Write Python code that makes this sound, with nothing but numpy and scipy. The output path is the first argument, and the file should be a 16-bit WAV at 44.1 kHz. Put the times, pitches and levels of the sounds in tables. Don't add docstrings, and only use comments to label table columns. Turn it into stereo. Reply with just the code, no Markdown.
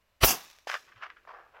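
import sys
import numpy as np
from scipy.fft import rfft, irfft, next_fast_len
from scipy.io import wavfile

SR = 44100
rng = np.random.default_rng(int(sys.argv[2]) if len(sys.argv) > 2 else 0)


def output_pcm(signal):
    pcm = np.clip(np.atleast_2d(signal).T, -1, 1) * 32767
    wavfile.write(sys.argv[1], SR, np.round(pcm).astype(np.int16))


N = 70560

REPORT_S = .6727
# (frequency [Hz], level [dB])
NEAR_COLOUR = [(60, -24), (200, -17), (400, -7), (900, -1), (3000, 1), (4300, -4), (6000, -2), (9000, -16),
               (12500, -13), (16000, -20)]
# (time [s], level [dB], rise [s], hold [s], fall [s], tilt [dB/octave], low cut [Hz])
STANDS = [(.674, -40, .01, .018, .08, 3.5, 350), (.694, -35, .012, .005, .06, .5, 350),
          (.715, -35, .03, .019, .09, 1, 350), (.743, -34.7, .04, .017, .07, -.3, 400),
          (.878, -55, .015, .012, .12, .5, 600), (.921, -53, .02, .006, .05, -4, 1400),
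          (.962, -57.5, .02, .018, .15, .5, 900), (1.029, -39.5, .08, .013, .13, -.4, 600),
          (1.052, -47.5, .03, .01, .15, -2.5, 550), (1.104, -51, .05, .007, .12, -.5, 1100),
          (1.168, -55, .02, .006, .16, -2, 1400), (1.276, -46.5, .02, .035, .16, -1.8, 350),
          (1.337, -46.7, .05, .025, .5, -2.8, 350), (1.551, -47.5, .08, .033, .2, -5, 600)]


def bullet():
    fade_in = np.clip((clock() - .204) / .009, 0, 1)
    return shock_fronts() + (crack() + boom() + narrow_tones() + near_trees()) * fade_in


def shock_fronts(corner_hz=4500):
    # (time [s], level [dB], length [s])
    shocks = [(.2366, -9, .0006), (.2375, -7, .0004), (.2384, -9, .0014), (.2461, -7, .0012)]
    t = clock()
    fronts = sum(-amp(db) * 2 * (t - s) / length * (abs(t - s) < length / 2) for s, db, length in shocks)
    return filtered(fronts, 1 / (1 + 1j * bins() / corner_hz)) * pan(-2)


def crack():
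    # (time [s], level [dB], rise [s], hold [s], fall [s], pan [dB])
    stage = (.2365, -14.8, .065, .003, .06, -1.2)
    # (frequency [Hz], level [dB])
    tone = [(30, -25), (240, -12), (370, -3), (480, -12), (660, 3), (850, -7), (1250, -1), (1550, -7),
            (2900, -1), (3800, -8), (4700, -6), (6800, -20), (11000, -14), (16000, -26)]
    return burst(stage, tone, diffuse=.9, grain_db=1.5)


def boom(swing_s=.2364, width_s=.0018, note_hz=48):
    # (time [s], level [dB], rise [s], hold [s], fall [s], pan [dB])
    stage = (.2335, -27.5, .06, .018, .15, -5)
    t = clock()
    u = (t - swing_s) / width_s
    swing = -amp(-18) * u * np.exp((1 - u ** 2) / 2)
    note = swell(*stage[:-1]) * np.cos(2 * np.pi * note_hz * (t - stage[0]))
    return (swing + note) * pan(stage[-1])


def narrow_tones(centres_hz=(4690, 5860), width_hz=75):
    # (time [s], level [dB], rise [s], hold [s], fall [s], pan [dB])
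    stage = (.236, -29.5, .08, .014, .1, -6)
    bands = sum(1 / (1 + (2 * (bins() - hz) / width_hz) ** 2) for hz in centres_hz)
    return swell(*stage[:-1]) * pan(stage[-1]) * noise(bands, diffuse=.8)


def near_trees():
    # (time [s], level [dB], rise [s], hold [s], fall [s], pan [dB])
    hiss = (.247, -16, .05, .007, .22, -4.5)
    scatter = (.286, -20.6, .12, .025, .145, -1.5)
    tail = (.35, -44, .3, .02, .7, -1)
    low_tail = (.3, -35, .12, .025, .28, 0)
    # (frequency [Hz], level [dB])
    hiss_tone = [(30, -25), (200, -7), (550, -7), (750, -2), (1250, -2), (1600, -10), (4000, -10),
                 (5900, -1), (7200, -7), (9200, -8), (12300, 2), (16000, -2)]
    scatter_tone = [(50, -14), (200, -12), (550, -8), (720, 0), (1150, -2), (2050, -11), (2750, -2),
                    (4250, -17), (4800, 0), (5400, -2), (5900, 1), (6800, -3), (8800, -13), (12300, -5),
                    (16000, -14)]
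    low_tone = [(60, -24), (170, -6), (480, -5), (800, 2), (2000, -16), (6000, -48)]
    return (burst(hiss, hiss_tone, diffuse=.85, grain_db=1)
            + burst(scatter, scatter_tone, diffuse=.85, grain_db=1.2)
            + burst(tail, NEAR_COLOUR, diffuse=.9, grain_db=2.5)
            + burst(low_tail, low_tone, diffuse=.7, grain_db=1.5))


def report():
    # (time [s], level [dB], rise [s], hold [s], fall [s], pan [dB])
    stage = (.672, -46, .006, .06, .42, -2)
    knock = push(REPORT_S, db=-25.5, hz=720, width_s=.00078)
    return knock + burst(stage, NEAR_COLOUR, diffuse=.7, grain_db=2)


def stands():
    clouds = 0
    for s, db, rise, hold, fall, tilt, cut in STANDS:
        response = echo_colour(s, tilt) * low_cut(cut) * bearing(s)
        clouds += swell(s, db, rise, hold, fall) * noise(response, diffuse=.27, grain_db=3)
    return clouds


def trunks(rattle_fall_s=.035):
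    # (time [s], level [dB], tilt [dB/octave])
    echoes = [(.449, -32, 4), (.501, -33, 2), (.513, -35, 2), (.587, -36, -1.5), (.6966, -23, 0),
              (.7000, -16, 0), (.7163, -21, 2), (.7421, -12, -.7), (.7533, -20, -1), (1.0365, -27, 0),
              (1.066, -31, -2.5), (1.1025, -30.5, 2), (1.169, -40, -2), (1.252, -39, 0), (1.2755, -33, -2),
              (1.293, -31, 0), (1.341, -34, -3), (1.568, -36, -3)]
    spectrum, t = 0, clock()[:SR // 20]
    for s, db, tilt in echoes:
        *_, cut = min(STANDS, key=lambda stand: abs(stand[0] - s))
        rattle = rng.standard_normal(len(t)) * amp(-60 * t / rattle_fall_s)
        branches = amp(-6) * rfft(rattle / np.linalg.norm(rattle), padded())
        snap = echo_colour(s, tilt) * low_cut(cut)
        delay = np.exp(-2j * np.pi * bins() * s)
        spectrum -= amp(db) * snap / snap.mean() * (1 + branches) * bearing(s) * delay
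    return irfft(spectrum)[:, :N]


def twigs(snaps_per_s=900):
    # (time [s], level [dB], rise [s], hold [s], fall [s], tilt [dB/octave], low cut [Hz])
    swells = [(.39, -56, .1, .04, .3, 8, 6000), (1.283, -61.5, .03, .03, .2, 3, 3000)]
    crackle = 0
    for s, *shape, tilt, cut in swells:
        snaps = (rng.random(N) < snaps_per_s / SR) * rng.standard_normal((2, N))
        crackle += swell(s, *shape) * unit(filtered(snaps, echo_colour(s, tilt) * low_cut(cut)))
    return crackle


def echo_colour(s, tilt_db, air_db_per_khz_s=4.5):
    # (frequency [Hz], level [dB])
    far_colour = [(60, -42), (220, -29), (380, -19), (550, -10), (850, -8), (1200, 0), (1650, 0),
                  (2200, -6), (3000, -9), (4000, -19), (5200, -16), (7500, -33), (16000, -52)]
    base = colour(NEAR_COLOUR if s < REPORT_S else far_colour)
    air_loss_db = air_db_per_khz_s * max(s - REPORT_S, 0) * bins() / 1000
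    octaves = np.log2(np.maximum(bins(), 300) / 1000)
    return base * amp(tilt_db * octaves - air_loss_db)


def bearing(s, centred_until_s=1.02, drift_ms_per_s=.6):
    lead_ms = drift_ms_per_s * max(s - centred_until_s, 0)
    right = np.exp(1j * np.pi * bins() * lead_ms / 1000)
    return np.array([right.conj(), right])


def afterglow():
    # (time [s], level [dB], rise [s], hold [s], fall [s], pan [dB])
    stage = (.8, -64, .3, .2, 4.5, -1.5)
    # (frequency [Hz], level [dB])
    tone = [(60, -25), (200, -13), (330, -2), (700, -10), (1500, 0), (2600, -8), (5500, -23), (9000, -44)]
    return burst(stage, tone, diffuse=.8, grain_db=2.5)


def background():
    # (frequency [Hz], level [dB])
    air_tone = [(100, 0), (1800, -2), (6500, -13), (9000, -22), (12000, -15), (16000, -20)]
    rumble_tone = [(20, -4), (55, 0), (100, -6), (200, -16), (600, -45)]
    air = amp(-72) * noise(colour(air_tone), diffuse=.7)
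    rumble = amp(-77.5) * noise(colour(rumble_tone), diffuse=.3)
    bump = push(.972, db=-59, hz=108, width_s=.011)
    return air + rumble + bump


def burst(stage, tone, diffuse, grain_db):
    return swell(*stage[:-1]) * pan(stage[-1]) * noise(colour(tone), diffuse, grain_db)


def swell(s, db, rise, hold, fall):
    t = clock() - s
    return amp(db - 60 * (np.maximum(-t, 0) / rise + np.maximum(t - hold, 0) / fall))


def push(s, db, hz, width_s):
    t = clock() - s
    return -amp(db) * np.exp(-(t / width_s) ** 2 / 2) * np.cos(2 * np.pi * hz * t)


def noise(response, diffuse, grain_db=0, grain_hz=600):
    centre = np.sqrt(1 - diffuse) * rng.standard_normal(N)
    sides = np.sqrt(diffuse) * rng.standard_normal((2, N))
    grain = np.interp(clock() * grain_hz, np.arange(N), rng.standard_normal(N))
    return unit(filtered((centre + sides) * amp(grain_db * grain), response * ripple()))


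def ripple(depth_db=2.7, spacing_hz=150):
    return amp(depth_db * np.interp(bins() / spacing_hz, np.arange(SR), rng.standard_normal(SR)))


def colour(points):
    hz, db = np.transpose(points)
    return amp(np.interp(np.log(bins() + 1), np.log(hz + 1), db))


def low_cut(hz):
    return 1 / np.sqrt(1 + (hz / (bins() + 1)) ** 8)


def filtered(x, response):
    return irfft(rfft(x, padded()) * response)[..., :N]


def pan(db):
    return amp(np.array([[db], [-db]]) / 2)


def amp(db):
    return 10 ** (np.asarray(db) / 20)


def unit(x):
    return x / np.sqrt(np.mean(x ** 2) + 1e-20)


def clock():
    return np.arange(N) / SR


def bins():
    return np.fft.rfftfreq(padded(), 1 / SR)


def padded():
    return 2 * next_fast_len(N // 2 + 2048)


def scene():
    glow = afterglow()
    return bullet() + (report() + stands() + trunks() + twigs()) * pan(-1.2) + glow + background()


def record(dry, ceiling=.8, top_hz=16100):
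    rounded = dry / (1 + (dry / ceiling) ** 6) ** (1 / 6)
    return filtered(rounded, 1 / (1 + (bins() / top_hz) ** 200))


dry = scene()
out = record(dry)
output_pcm(out)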